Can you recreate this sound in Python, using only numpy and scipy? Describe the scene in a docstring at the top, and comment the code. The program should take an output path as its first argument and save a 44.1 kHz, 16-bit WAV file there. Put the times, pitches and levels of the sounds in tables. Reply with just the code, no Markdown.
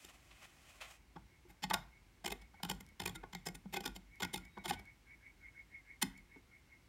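"""A small workshop: a steel carving tool is pushed over a plaster plaque on a wooden bench.
The edge sticks and slips; each slip crushes a burst of grit that rings blade, plaque and bench.
Hard cuts chatter; soft knocks and crumb ticks fall between them; a last chip snaps off.
Loose dust is swept over the plaster at first. A faint high squeak pulses up to about six times
a second, swelling and fading. A thin tone sounds once. Low rumble and soft air lie underneath."""
import sys
import numpy as np
from scipy import signal
from scipy.io import wavfile
from scipy.ndimage import uniform_filter1d

SR = 44100
rng = np.random.default_rng(int(sys.argv[2]) if len(sys.argv) > 2 else 0)


def generate_wav(signal):
    """Clip the signal to [-1, 1] and save it as 16-bit WAV at the path in sys.argv[1]."""
    frames = np.transpose(np.atleast_2d(signal))
    scaled = np.clip(frames, -1, 1) * 32767
    pcm = np.round(scaled).astype(np.int16)
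    wavfile.write(sys.argv[1], SR, pcm)


N = 303408
TIME = np.arange(N) / SR


def from_db(db):
    """Decibels to gain."""
    return 10 ** (np.asarray(db) / 20)


def unit_rms(x):
    """Scale to unit power."""
    return x / np.sqrt(np.mean(x ** 2) + 1e-20)


def at_hz(points, hz):
    """Interpolate (frequency, value) points on a log-frequency axis."""
    points_hz, values = np.transpose(points)
    return np.interp(np.log(hz), np.log(points_hz), values)


def add(out, start_s, sound):
    """Mix a sound in at start_s."""
    start = max(round(start_s * SR), 0)
    out[start:start + len(sound)] += sound[:max(N - start, 0)]


def wander(size, per_s):
    """Random drift: straight lines between unit Gaussian points."""
    points = rng.standard_normal(int(size * per_s / SR) + 2)
    return np.interp(np.arange(size) * per_s / SR, np.arange(len(points)), points)


def bandpass(x, low_hz, high_hz, order):
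    """Butterworth band-pass."""
    return signal.sosfilt(signal.butter(order, [low_hz, high_hz], "band", fs=SR, output="sos"), x)


def resonate(x, hz, width_hz):
    """Two-pole resonance, peak gain 1."""
    r = np.exp(-np.pi * width_hz / SR)
    feedback = [1, -2 * r * np.cos(2 * np.pi * hz / SR), r * r]
    return signal.lfilter(np.array([1, 0, -1]) * (1 - r * r) / 2, feedback, x + 1e-18)


def narrow_band(x, hz, width_hz):
    """Two equal resonances in series, unit power out."""
    return unit_rms(resonate(resonate(x, hz, width_hz), hz, width_hz))


def noise_bands(size):
    """Half-octave bands of white noise: (centre [Hz], band)."""
    edges_hz = np.geomspace(45, 17000, 18)
    white = rng.standard_normal((2, size))
    for k, (low_hz, high_hz) in enumerate(zip(edges_hz, edges_hz[1:])):
        yield np.sqrt(low_hz * high_hz), bandpass(white[k % 2], low_hz, high_hz, order=2)


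def coloured(spectrum):
    """Noise of the given spectrum, unit power."""
    return unit_rms(sum(from_db(at_hz(spectrum, hz)) * band for hz, band in noise_bands(N)))


def background(rumble_db=-71, whine_db=-81, air_db=-68):
    """Low rumble, soft air and a faint whine at the pitch of the squeak."""
    # quiet of the workshop: (frequency [Hz], relative density [dB])
    air_spectrum = [(60, 15), (110, 9.5), (190, 3.5), (300, 3.5), (500, -7.5), (1000, -4), (1400, -9.5),
                    (2100, -4.5), (2800, -10.5), (6000, -14), (10000, -19.5), (16000, -22.5)]
    white = rng.standard_normal((2, N))
    rumble = from_db(rumble_db) * narrow_band(white[0], hz=49, width_hz=16)
    whine = from_db(whine_db) * narrow_band(white[1], hz=2170, width_hz=280)
    return rumble + whine + from_db(air_db) * coloured(air_spectrum)


def grit(size, per_s, spread_db):
    """Plaster grains break at random moments with uneven force."""
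    force = from_db(spread_db * np.minimum(rng.exponential(1, size), 4)) * rng.choice([-1, 1], size)
    return force * (rng.random(size) < per_s / SR)


def sweeping(rub_db=-71, hiss_db=-76, grain_db=-4, uneven_db=1.8, stop_s=0.94, release_s=0.054):
    """Dust slides over plaster with a resonant rub and a grainy hiss; each stroke adds pressure."""
    # sweeping strokes: (time [s], rise [s], fall [s], rub [dB], hiss [dB])
    strokes = [(.045, 0.036, .04, -68.5, -72), (.092, 0.0088, 0.012, -60.5, -73),
               (.315, 0.0065, 0.015, -61.5, -81), (0.449, 0.046, 0.0089, -58.5, -70),
               (.708, 0.068, 0.064, -71, -78), (.818, 0.0096, 0.03, -47.5, -61),
               (0.912, 0.022, .025, -61.5, -65)]
    # resonances of rubbed plaster: (frequency [Hz], width [Hz], gain [dB])
    rub_modes = [(620, 170, 4), (750, 130, 0.5), (1086, 160, -0.5), (1340, 480, -2.5), (1950, 410, 1),
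                 (2480, 250, 3), (2970, 140, -4)]
    # sliding dust: (frequency [Hz], relative density [dB])
    hiss_spectrum = [(2500, -57), (4200, -3.5), (6300, -6.5), (9000, 4), (10500, -13), (12000, -7),
                     (16000, -18)]
    rub_gain, hiss_gain = from_db(rub_db), from_db(hiss_db)
    for at_s, rise_s, fall_s, stroke_rub_db, stroke_hiss_db in strokes:
        t = TIME - at_s
        stroke = np.exp(-np.where(t < 0, (t / rise_s) ** 2, t / fall_s))
        rub_gain = rub_gain + from_db(stroke_rub_db) * stroke
        hiss_gain = hiss_gain + from_db(stroke_hiss_db) * stroke
    friction = grit(N, per_s=6000, spread_db=3)
    rub = sum(from_db(db) * resonate(friction, hz, width_hz) for hz, width_hz, db in rub_modes)
    rub = unit_rms(bandpass(rub, 680, 4200, order=2))
    grains = unit_rms(resonate(grit(N, per_s=1900, spread_db=4.5), hz=6200, width_hz=4500))
    roughness = from_db(uneven_db * wander(N, per_s=70))
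    hiss = coloured(hiss_spectrum) + from_db(grain_db) * grains
    touching = np.clip((stop_s - TIME) / release_s + 1, 0, 1)
    return touching * roughness * (rub_gain * rub + hiss_gain * hiss)


def contacts(catch_gap_s=0.0175, catch_loss_db=6, catch_length_s=0.0046, knock_length_s=0.0063):
    """Slips, chatter catches, knocks: (time [s], length [s], bench, plaque, scratch, blade [dB])."""
    # tool cuts; a dull one rings more plaque, less steel:
    # (main slip time [s], length [s], level [dB], dullness [dB], catches before, catches after)
    cuts = [(0.05, 0.0031, -52, -7.5, 0, 0), (1.506, 0.021, -58.5, -0.5, 0, 0),
            (1.64, 0.011, -33.5, 2.5, 0, 0), (1.703, 0.0037, -39, -1.5, 0, 0),
            (1.711, .0024, -34.5, 10.5, 0, 0), (1.742, 0.0055, -26.5, -0.5, 0, 0),
            (2.248, 0.0045, -41, 2, 0, 0), (2.263, 0.0048, -33.5, -1, 0, 1),
            (2.324, 0.0054, -36.5, 0.5, 1, 0), (2.421, .009, -60, 1, 0, 0),
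            (2.634, 0.0028, -34.5, -0.5, 0, 1), (2.691, .0055, -48.5, 4, 0, 0),
            (2.7, 0.0041, -33, -2.5, 0, 0), (2.716, 0.0067, -37, 1.5, 0, 0),
            (2.809, 0.0046, -50, -4.5, 0, 0), (3.003, .0048, -37, 0, 0, 2),
            (3.061, 0.0045, -33.5, -3, 0, 2), (3.159, 0.0092, -44.5, -2.5, 0, 0),
            (3.351, 0.0021, -40.5, 1, 1, 0), (3.47, 0.0095, -36.5, -2, 0, 1),
            (3.554, 0.0063, -48.5, -4.5, 0, 0), (3.743, 0.011, -36.5, 0.5, 0, 0),
            (3.771, 0.011, -35.5, 2.5, 0, 0), (3.808, 0.0029, -44, -1.5, 0, 0),
            (3.842, .005, -47, 1.5, 0, 0), (3.861, 0.0062, -35, -1, 0, 1), (3.964, 0.01, -45.5, -2.5, 0, 0),
            (4.224, 0.0037, -36, 1.5, 1, 0), (4.233, 0.0078, -33, 0, 0, 1),
            (4.343, 0.0073, -34.5, -1.5, 0, 2), (4.453, .004, -59.5, -3, 0, 0),
            (4.659, 0.016, -37.5, 2, 0, 0), (4.7, 0.011, -36, -2.5, 1, 0), (4.71, 0.0033, -34.5, 9, 0, 0),
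            (4.738, 0.019, -45, 2.5, 0, 0), (4.797, 0.0075, -55, 0, 0, 0),
            (6.027, .0075, -26.5, -5.5, 0, 0), (6.179, 0.0037, -65, -11, 0, 0)]
    # soft knocks of tool and hand on the plaque: (time [s], bench [dB], plaque [dB])
    knocks = [(1.166, -46, -46.5), (1.452, -57.5, -70), (2.544, -63.5, -55), (2.603, -65, -54),
              (2.92, -59, -84), (3.239, -45.5, -41.5), (3.659, -42.5, -55.5), (4.577, -44.5, -42),
              (6.365, -50.5, -59.5)]
    hard_cut_db = -34   # the bench gets no louder above this
    for at_s, slip_s, level_db, dull_db, before, after in cuts:
        for k in range(-round(before), round(after) + 1):
            db = level_db - catch_loss_db * abs(k)
            length_s = catch_length_s if k else slip_s
            bench_db = -39.5 + 0.83 * min(db - hard_cut_db, 0)
            plaque_db, scratch_db, blade_db = db - 3 + dull_db, db - 0.67, db - 6.5 - dull_db
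            yield at_s + k * catch_gap_s, length_s, bench_db, plaque_db, scratch_db, blade_db
    for at_s, bench_db, plaque_db in knocks:
        yield at_s, knock_length_s, bench_db, plaque_db, plaque_db - 15.5, plaque_db - 33


def ring(force, modes, vary_db, detune, crunch=0):
    """A body's modes, shifted by the point of contact, plus dry crunch; envelope peak 1."""
    shifts = rng.uniform(-1.7, 1.7, (len(modes), 2))
    out = sum(from_db(db + vary_db * gain_shift) * resonate(force, hz * (1 + detune * shift), width_hz)
              for (hz, width_hz, db), (gain_shift, shift) in zip(modes, shifts))
    low_hz, high_hz = modes[0][0] * 0.85, min(modes[-1][0] * 1.15, SR * 0.45)
    out = bandpass(out + crunch * force, low_hz, high_hz, order=3)
    return out / np.sqrt(2 * uniform_filter1d(out ** 2, size=128).max())


def carving(drag_db=-26, drag_s=0.036, lead_s=0.02):
    """The edge bites; crushing peaks at the slip and dies; the edge drags on through the powder."""
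    # modes of bench, plaque, scratching contact, blade: (frequency [Hz], width [Hz], gain [dB])
    bench_modes = [(91.3, 14, -4), (142, 16, -25), (183.6, 18, 15), (269.5, 31, -4), (336, 12.5, 1.5),
                   (373, 26.6, 2), (433, 28, -17)]
    plaque_modes = [(712, 20, -10.5), (829, 61, 2.5), (908, 78, -7), (1104, 19, -8.5), (1449, 24, -1),
                    (1510, 23, -15)]
    scratch_modes = [(1900, 31, 1.5), (2128, 72, 6.5), (2518, 110, 2.5), (3094, 260, 1), (3380, 210, -1.5),
                     (3610, 90, -2), (4320, 84, -4), (5080, 230, -3.5)]
    blade_modes = [(5400, 620, -6), (7365, 254, 16), (8150, 160, 6), (9300, 500, 13), (11900, 1060, 6),
                   (14000, 1800, -6.5)]
    bite, rise, fall = 1.6, 0.66, 0.33   # in contact lengths
    out, t = np.zeros(N), np.arange(SR // 4) / SR - lead_s
    drag = from_db(drag_db) * (t > 0) * np.exp(-np.abs(t) / drag_s)
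    for at_s, length_s, bench_db, plaque_db, scratch_db, blade_db in contacts():
        slope_s = length_s * np.where(t < 0, rise, fall)
        crush = (t > -bite * length_s) * np.exp(-np.abs(t) / slope_s)
        force = (crush + drag) * grit(len(t), per_s=12000, spread_db=3.5)
        # stiff steel: modes hardly change between slips
        blade = from_db(blade_db) * ring(force, blade_modes, vary_db=3, detune=0.006, crunch=0.03)
        bench = from_db(bench_db) * ring(force, bench_modes, vary_db=8, detune=0.034)
        plaque = from_db(plaque_db) * ring(force, plaque_modes, vary_db=5, detune=0.023)
        scratch = from_db(scratch_db) * ring(force, scratch_modes, vary_db=4.5, detune=0.012, crunch=0.09)
        add(out, at_s - lead_s, bench + plaque + scratch + blade)
    return out


def bench_sway(hz=49, build_s=0.017, decay_s=0.12, gain_db=-14):
    """Each contact rocks the whole bench at its lowest mode, which builds slowly."""
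    out, t = np.zeros(N), np.arange(SR // 2) / SR
    swell = (1 - np.exp(-t / build_s)) * np.exp(-t / decay_s)
    for at_s, _, bench_db, *_ in contacts():
        cycles = hz * (1 + 0.083 * rng.standard_normal()) * t + rng.random()
        add(out, at_s, from_db(bench_db + gain_db) * swell * np.sin(2 * np.pi * cycles))
    return out


def workshop_echo(x, wet_db, tilt_db_per_octave=-3.5, build_s=0.007):
    """Two diffuse room tails, blended unsteadily so that no pitch stands."""
    # room decay: (frequency [Hz], T60 [s])
    t60 = [(100, 0.55), (260, 0.18), (700, 0.31), (1800, 0.44), (5000, 0.3), (13000, 0.18)]
    out, t = np.zeros(N), np.arange(SR // 2) / SR
    blend_rad = np.pi * wander(N, per_s=70)
    for weight in (np.cos(blend_rad), np.sin(blend_rad)):
        tail = sum(band * from_db(tilt_db_per_octave * np.log2(hz / 1000) - 60 * t / at_hz(t60, hz))
                   for hz, band in noise_bands(len(t)))
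        tail *= 1 - np.exp(-t / build_s)
        out += weight * signal.fftconvolve(x, tail / np.sqrt(np.sum(tail ** 2)))[:N]
    return from_db(wet_db) * out


def squeak(half_length_s=0.037, gain_db=-6.5, arch_hz=18, waver_hz=35, flutter_db=4, skirt_db=-6):
    """Fluttering pulses that arch in pitch, each with a rough skirt and a weak lower note just ahead."""
    # squeak pulses: (time [s])
    pulses_s = [1.34, 1.96, 2.42, 2.58, 2.91, 3.2, 3.42, 4.15, 4.29, 4.46, 4.6, 4.79, 4.89, 5.12, 5.27,
                5.46, 5.59, 5.76, 5.91, 6.17, 6.35, 6.55, 6.74]
    # squeak swells, sags in pitch while loudest, fades: (time [s], pitch [Hz], relative level [dB])
    course = [(1.3, 2154, -64), (2.6, 2202, -60.5), (3.4, 2154, -67.5), (4.15, 2194, -57),
              (4.901, 2224, -53.5), (5.298, 2195, -51), (5.901, 2143, -49), (6.199, 2167, -54.5),
              (6.8, 2150, -58)]
    course_s, course_hz, course_db = np.transpose(course)
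    under_hz, under_db, under_lead_s = 1610, -17, 0.03
    out, t = np.zeros(N), np.arange(-SR // 6, SR // 6) / SR
    swell = np.exp(-(t / half_length_s) ** 2)
    under_swell = np.exp(-((t + under_lead_s) / half_length_s) ** 2)
    for at_s in pulses_s:
        waver, flutter = wander(len(t), per_s=180), wander(len(t), per_s=130)
        pitch_hz = np.interp(at_s, course_s, course_hz) + arch_hz * (2 * swell - 1) + waver_hz * waver
        tone = unit_rms(from_db(flutter_db * flutter) * np.sin(2 * np.pi * np.cumsum(pitch_hz) / SR))
        white = rng.standard_normal((2, len(t)))
        skirt = from_db(skirt_db) * unit_rms(bandpass(white[0], 1900, 2300, order=3))
        low_hz = under_hz * (1 + 0.07 * rng.standard_normal())
        under = from_db(under_db) * narrow_band(white[1], low_hz, width_hz=190)
        pulse = swell * (tone + skirt) + under_swell * under
        add(out, at_s + t[0], from_db(np.interp(at_s, course_s, course_db) + gain_db) * pulse)
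    return out


def crumbs(start_s=1.8, end_s=5.2, per_s=3.5, min_db=-64, spread_db=8, decay_s=0.0012):
    """Crumbs of loose plaster crack under the edge at random moments."""
    out, t = np.zeros(N), np.arange(SR // 40) / SR
    span_s = end_s - start_s
    for place, strength in rng.random((round(per_s * span_s), 2)):
        noise = unit_rms(resonate(rng.standard_normal(len(t)), hz=5200, width_hz=6000))
        tick = from_db(min_db + spread_db * strength) * noise * np.exp(-t / decay_s)
        add(out, start_s + place * span_s, tick)
    return out


def thin_tone(at_s=4.58, hz=3800, peak_db=-73, half_length_s=0.087):
    """A faint pure tone swells and fades once."""
    swell = np.exp(-((TIME - at_s) / half_length_s) ** 2)
    return from_db(peak_db) * swell * np.sin(2 * np.pi * hz * TIME)


def snap(at_s=6.026, gain_db=-33.5, build_s=0.0041):
    """The last chip breaks away at once and leaves bench and tool ringing."""
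    # modes of bench and tool: (frequency [Hz], width [Hz], gain [dB])
    modes = [(199.5, 5.4, -13.5), (248, 33, 6), (269, 7.9, -12.5), (365, 32, -2.5), (5200, 12, -22),
             (5060, 17, -15)]
    t = np.maximum(TIME - at_s, 0)
    ringing = sum(from_db(db) * np.sin(2 * np.pi * (hz * t + rng.random())) * np.exp(-np.pi * width_hz * t)
                  for hz, width_hz, db in modes)
    return from_db(gain_db) * (1 - np.exp(-t / build_s)) * ringing


def scene():
    """The tool close by, its echo and the quiet sounds round it; mono."""
    tool = carving() + snap() + crumbs()
    echo = workshop_echo(tool, wet_db=-20.5)
    return (tool + echo + bench_sway() + sweeping() + squeak() + thin_tone() + background())[None]


def record(dry):
    """Cut the deepest bass and, steeply, the top."""
    low_hz, high_hz = 38, 15900
    dry = signal.sosfilt(signal.butter(6, low_hz, "high", fs=SR, output="sos"), dry)
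    return signal.sosfiltfilt(signal.ellip(10, 0.05, 60, high_hz, fs=SR, output="sos"), dry)


dry = scene()
out = record(dry)
generate_wav(out)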